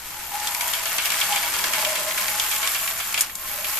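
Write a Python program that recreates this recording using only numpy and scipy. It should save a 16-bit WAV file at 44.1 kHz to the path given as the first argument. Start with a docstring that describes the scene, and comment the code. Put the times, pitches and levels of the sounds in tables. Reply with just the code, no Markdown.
"""A small electric toy bus gathers speed along a hollow plastic track on a floor indoors.
Wheels grind as noise roughened by impacts, gears hiss, loose parts ring, and the track hums in drifting modes.
Joints knock the body with short noise-driven rings, cracks and rattles; the rumble swells mid-track.
The bus snaps against the end stop in sharp bursts of noise, the grind dips, and it sets off back.
Faint coloured noise fills the room, and the walls echo the knocks."""
import sys
import numpy as np
from scipy import signal
from scipy.fft import rfft, irfft
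from scipy.io import wavfile
from scipy.ndimage import uniform_filter1d

SR = 44100
rng = np.random.default_rng(int(sys.argv[2]) if len(sys.argv) > 2 else 0)


def digitize_waveform(pressure):
    """Quantize a signal to 16-bit integers and store it at the path in sys.argv[1].

    Rows of a 2-D input are taken as channels; values are limited to [-1, 1].
    """
    field = np.atleast_2d(pressure).T
    bounded = np.clip(field, -1, 1)
    quanta = np.round(bounded * 32767).astype(np.int16)
    wavfile.write(sys.argv[1], SR, quanta)


N = 167139

# resonances of the toy's body (f/Hz, width/Hz, level/dB)
BODY = [(1310, 530, 1.5), (1770, 150, 1.5), (2227, 93, 8.5), (2735, 254, 3.5), (3227, 256, 4.5),
        (4710, 520, -4.5)]


def rolling():
    """The bus on the track: hum and rumble, grinding wheels, hissing gears and a shrill chatter."""
    # loudness of the run (t/s, grind level/dB, gear level/dB, shrill chatter level/dB)
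    run = [(0, -39, -40, -51), (.28, -38, -38, -45), (.42, -31, -35, -48), (.56, -31.5, -32.5, -38),
           (.93, -30.5, -31.5, -40), (1.26, -26.5, -30, -41), (1.66, -29, -31.5, -42),
           (1.96, -27, -32.5, -37.5), (2.29, -29.5, -30, -35), (2.56, -28.5, -31, -35),
           (2.8, -30, -30, -37), (3.14, -32, -33.5, -37), (3.25, -34, -40, -43), (3.33, -46.5, -41, -45),
           (3.41, -37.5, -36, -46), (3.52, -34.5, -31.5, -50), (3.65, -33, -30.5, -41),
           (3.79, -32, -29, -33)]
    # drift of the stereo image (t/s, left over right/dB)
    left_over_right = [(0, 1.3), (1.2, 0.5), (3.79, -0.5)]
    grind_db, gear_db, chatter_db = curves(run)
    shake_db = 0.7 * walk(24.91)  # flutter shared by wheels and gears
    track = track_hum() + track_rumble()
    grind = level(wheel_grind(shake_db)) * undb(grind_db)
    gears = level(gear_hiss(shake_db)) * undb(gear_db)
    chatter = shrill_chatter() * undb(chatter_db)
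    mid, side = track + grind + gears + chatter
    pan_db, = curves(left_over_right)
    return stereo(mid, side) * undb(np.array([pan_db, -pan_db]) / 2)


def wheel_grind(shake_db):
    """Wheels rub grittily on plastic while loose parts tick in the body's resonances."""
    # spectrum of the rubbing (f/Hz, level/dB)
    rub_tone = [(300, -20.5), (750, -4), (1300, 1.5), (2250, 1.5), (3450, -3), (3800, -3), (6000, -3.5),
                (8000, -3), (9000, -3.5), (14000, -20)]
    ticks_db, cluster_db = -10, 1.8  # ticks against the rubbing; how far they bunch in time
    rub = level(colour(grit(shake_db + 0.5 * walk(60)), rub_tone))
    tick_level_db = ticks_db + shake_db + cluster_db * walk(39.97)
    body_ticks = ticks(BODY, 250)  # taps per second in each mode
    return rub + undb(tick_level_db) * body_ticks


def gear_hiss(shake_db):
    """Meshing gears as gritty noise in the high treble, sharing the wheels' flutter."""
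    # spectrum of the hiss (f/Hz, level/dB)
    hiss_tone = [(8500, -21), (10500, -3), (12000, 4.5), (12800, 1), (13400, 3), (14200, -2)]
    return colour(grit(0.8 * shake_db + 0.86 * walk(90)), hiss_tone)


def shrill_chatter():
    """Small hard parts tapped so densely that their high resonances merge into a fluttering band."""
    # resonances of the small parts (f/Hz, width/Hz, level/dB)
    small_parts = [(7150, 730, 0.5), (9940, 420, 2), (12640, 340, 5.5)]
    return ticks(small_parts, 1200) * undb(2.0 * walk(29.96))


def track_hum():
    """Three modes of the hollow track, whose pitch and strength change along its length."""
    # hum along the run (t/s, low f/Hz, low level/dB, middle level/dB, upper f/Hz, upper level/dB)
    track_modes = [(.18, 700, -61, -52, 980, -49.5), (.4, 700, -49.5, -38.5, 972, -40.5),
                   (.72, 680, -45, -44, 997, -39.5), (1.0, 665, -46, -51.5, 997, -50),
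                   (1.3, 647.5, -45, -37, 990, -45), (1.6, 639.7, -48.5, -44.5, 1000, -40),
                   (1.95, 630, -38.5, -39, 1015, -40), (2.17, 635, -42.5, -47, 1040, -37.5),
                   (2.5, 654.2, -51.5, -41.5, 1070, -50), (3.17, 676, -52.5, -52.5, 1075, -41.5),
                   (3.28, 660, -60, -58, 1075, -54.5), (3.45, 640, -52, -53, 1083, -45.5),
                   (3.79, 635, -51, -42, 1070, -40.5)]
    low_hz, low_db, middle_db, upper_hz, upper_db = curves(track_modes)
    low = hum(low_hz, 65, low_db)
    middle = hum(840, 48, middle_db)
    upper = hum(upper_hz, 70, upper_db)
    return low + middle + upper


def hum(hz, width_hz, db):
    """A noisy resonance: slow noise turns around a drifting centre while its level wavers."""
    drift, waver_db = 0.01, 2.5  # drift as a fraction of the pitch
    slow = signal.lfilter(*signal.butter(2, width_hz / 2, fs=SR), rng.standard_normal((2, 2, N)))
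    phase = 2 * np.pi * np.cumsum(hz * (1 + drift * walk(6))) / SR
    tone = slow[0] * np.cos(phase) + slow[1] * np.sin(phase)
    return level(tone) * undb(db + waver_db * walk(16))


def track_rumble():
    """Noise in the track's low resonances, louder over the middle of the track."""
    # low resonances (f/Hz, width/Hz, level/dB)
    low_modes = [(189, 22, 1), (347, 106, -1.5), (570, 33, -0.5)]
    base_db, swell_db, peak_s, span_s = -59, 10.5, 1.77, 0.58
    swell = np.exp(-((np.arange(N) / SR - peak_s) / span_s) ** 2)
    rumble = level(resonate(rng.standard_normal((2, N)), low_modes))
    return rumble * undb(base_db + swell_db * swell)


def grit(flutter_db):
    """Dense tiny impacts of uneven size over smooth rubbing; a pair that flutters together."""
    rate, mean_db, top_db = 600, 3, 10  # impacts per second; their size before and at the cap
    sizes_db = np.minimum(mean_db * rng.exponential(size=N), top_db)
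    hits = (rng.random(N) < rate / SR) * undb(sizes_db)
    hit_power = uniform_filter1d(hits ** 2, size=60) * SR / rate / 4
    roughness = np.sqrt(1 + hit_power)
    return rng.standard_normal((2, N)) * roughness * undb(flutter_db)


def ticks(modes, rate):
    """Loose parts chatter: many tiny taps, each ringing one mode briefly."""
    mean_db, top_db = 4, 4.5  # tap size before and at the cap
    out = 0
    for hz, width, db in modes:
        sizes_db = np.minimum(mean_db * rng.exponential(size=N), top_db)
        taps = (rng.random(N) < rate / SR) * undb(sizes_db)
        ring = resonate(taps * rng.standard_normal((2, N)), [(hz, width, db)])
        out = out + resonate(ring, [(hz, 2 * width, 0)])  # second pass rounds the attack
    return level(out)


def knocks():
    """Each joint: a short ring at its own pitch, a bright crack, a rattle through the body."""
    # wheels over joints (t/s, ring level/dB, ring f/Hz, crack over ring/dB, rattle over ring/dB)
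    joints = [(0.399, -29, 3770, 9, -12), (0.471, -19.5, 3380, 4, -15), (0.5466, -19, 2230, 4, -19),
              (0.608, -17, 2293, 2, -10), (0.7346, -16.5, 3200, 1, -3), (0.8561, -20, 3070, 2, 0),
              (0.9817, -12, 2340, -2, -3.5), (1.0553, -20.5, 2440, 7, -0.5), (1.102, -14, 2970, -1.5, -7),
              (1.119, -19, 1710, 6, 1.5), (1.2119, -13.5, 3200, -3.5, -2), (1.3231, -17, 3100, -3, -3),
              (1.3592, -18, 2130, 3.5, 1), (1.4286, -19, 1947, 2, -1.5), (1.5377, -14.5, 1578, -1.5, -3.5),
              (1.5877, -22, 2886, 6.5, 2.5), (1.6396, -12.5, 1750, -2.5, -9), (1.734, -17, 2020, 4.5, -1.5),
              (1.7894, -19.5, 2480, -12, -17), (1.8477, -11.5, 2800, -5.5, -10.5),
              (1.955, -18.5, 2010, 2, 0), (2.1082, -19, 2270, -11, -11), (2.1762, -16, 2050, -8, -4.5),
              (2.2807, -18, 2000, 0, -15), (2.397, -14, 3280, 4, -8), (2.5125, -26, 2800, 9, 7),
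              (2.5605, -19, 2344, 1, -16), (2.6284, -18.5, 2080, 2.5, -0.5), (2.6729, -19.5, 3260, 7, -2.5),
              (2.7466, -21, 2220, 5.5, 4), (2.8754, -16.5, 2230, -3, -23), (3.0002, -18.5, 2295, -16, -2.5),
              (3.142, -15, 2360, -1.5, -6), (3.1753, -13.5, 2760, -3, -2.5), (3.2945, -25, 2000, -9, -5.5),
              (3.6432, -18, 2720, -4, -5), (3.7705, -22.5, 2270, 2.5, -2.5)]
    ring_t60_s, crack_t60_s, rattle_t60_s = 0.033, 0.017, 0.19  # decay of the driving noise
    rise = rise_curve(0.0017)
    out = np.zeros((2, N))
    for s, db, hz, crack_db, rattle_db in joints:
        noise = rng.standard_normal((3, 2, len(rise))) * rise
        ring = resonate(noise[0] * fade(ring_t60_s), [(hz, 450, 0)])
        crack = resonate(noise[1] * fade(crack_t60_s), [(4370, 5600, 0), (7640, 7700, 0)])
        rattle = resonate(noise[2] * fade(rattle_t60_s), BODY)
        knock = peak(ring) + undb(crack_db) * peak(crack) + undb(rattle_db) * peak(rattle)
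        add(out, s, undb(db) * knock)
    return stereo(*out)


def snaps():
    """Hard plastic snaps, most at the end stop: bright noise bursts with a short, weaker tail."""
    # snaps (t/s, level/dB, level of the part under 5 kHz/dB)
    strikes = [(.678, -14, -3), (3.127, -18, 0), (3.181, -17, -5), (3.1905, -16, -10), (3.198, -19, -8),
               (3.2074, -3, -7), (3.2135, -19, -3), (3.218, -21, -1), (3.3523, -16, -25)]
    # spectrum of a snap (f/Hz, level/dB)
    snap_tone = [(470, -54), (800, -9), (3870, -7), (5630, -7.5), (7010, 2), (7910, -2), (13200, -2),
                 (14500, 1)]
    snap_t60_s, tail_db, tail_t60_s = 0.009, -23, 0.06
    decay = fade(snap_t60_s) + undb(tail_db) * fade(tail_t60_s)
    shape = rise_curve(0.002) ** 2 * decay
    noise = stereo(*level(colour(rng.standard_normal((2, N)), snap_tone)))
    low = signal.lfilter(*signal.butter(2, 5000, fs=SR), noise)
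    out = np.zeros((2, N))
    for s, db, low_db in strikes:
        i = int(s * SR)
        burst = (noise - (1 - undb(low_db)) * low)[:, i:i + len(shape)]
        add(out, s, undb(db) * shape / shape.max() / 2 * burst)
    return out


def wall_echo(hits):
    """The walls return the knocks as a diffuse tail: convolution with decaying noise."""
    room_t60_s, echo_db = 0.2, -9
    walls = rng.standard_normal((2, int(.3 * SR))) * fade(room_t60_s, length=.3)
    walls = walls / np.sqrt(np.sum(walls[0] ** 2))
    return undb(echo_db) * signal.fftconvolve(hits, walls, axes=1)[:, :N]


def room_tone():
    """The quiet room as steady coloured noise."""
    # spectrum of the room (f/Hz, level/dB)
    quiet_tone = [(20, -2.5), (45, -3), (150, -9), (400, -18.5), (1400, -13), (5700, -49), (12000, -21.5)]
    return stereo(*level(colour(rng.standard_normal((2, N)), quiet_tone))) * undb(-47)


def stereo(mid, side):
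    """Left and right from mid and side: alike in the bass, far less alike in the treble."""
    # stereo width (f/Hz, side over mid/dB)
    side_width = [(30, -16), (300, -13), (700, -13), (1400, -6), (3000, -3), (6600, -1), (14000, -2)]
    side = colour(side, side_width)
    return np.array([mid + side, mid - side])


def undb(db):
    """Decibels to an amplitude factor."""
    return 10 ** (np.asarray(db) / 20)


def level(x):
    """Scale to an RMS of 1 over all channels."""
    return x / np.sqrt(np.mean(x ** 2))


def peak(x):
    """Scale to a peak of 1 over all channels."""
    return x / np.abs(x).max()


def curves(table):
    """Columns of a table led by t/s, one value per sample."""
    rows = np.array(table, float).T
    return [np.interp(np.arange(N) / SR, rows[0], column) for column in rows[1:]]


def colour(x, table):
    """Shape the spectrum by (f/Hz, level/dB) points joined on a log frequency axis."""
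    hz, db = np.array(table, float).T
    f = np.arange(N // 2 + 1) * SR / N + 1  # +1 keeps the log finite
    gain = undb(np.interp(np.log(f), np.log(hz), db))
    return irfft(rfft(x) * gain, N)


def resonate(x, modes):
    """Sum of resonances (f/Hz, width/Hz, level/dB) with alternate signs."""
    out = 0
    for k, (hz, width, db) in enumerate(modes):
        ring = signal.lfilter(*signal.iirpeak(hz, hz / width, SR), x)
        out = out + (-1) ** k * undb(db) * ring
    return out


def walk(rate):
    """Random levels held 1 / rate s and slewed twice; spread near 1."""
    k = int(SR / rate)
    steps = np.repeat(rng.standard_normal(N // k + 1), k)
    return 1.73 * uniform_filter1d(uniform_filter1d(steps, k), k)[:N]


def fade(t60, length=.2):
    """Exponential decay that falls 60 dB in t60 seconds."""
    return 1000. ** (-np.arange(int(length * SR)) / SR / t60)


def rise_curve(time_constant_s):
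    """Exponential approach from 0 to 1."""
    return 1 - fade(time_constant_s * np.log(1000))


def add(out, s, burst):
    """Mix a burst into out from s seconds on."""
    i = int(s * SR)
    out[..., i:i + burst.shape[-1]] += burst[..., :N - i]


def scene():
    """The rolling bus, joint knocks with their echo, snaps and the room."""
    hits = knocks()
    return rolling() + hits + snaps() + wall_echo(hits) + room_tone()


def record(dry):
    """The left channel is a little brighter; a steep low-pass cuts the top of both."""
    left = colour(dry[0], [(4000, 0.026), (9000, 1.5)])  # (f/Hz, level/dB)
    top_cut = signal.ellip(10, .3, 55, 14150, fs=SR, output="sos")
    return signal.sosfilt(top_cut, np.array([left, dry[1]]))


dry = scene()
out = record(dry)
digitize_waveform(out)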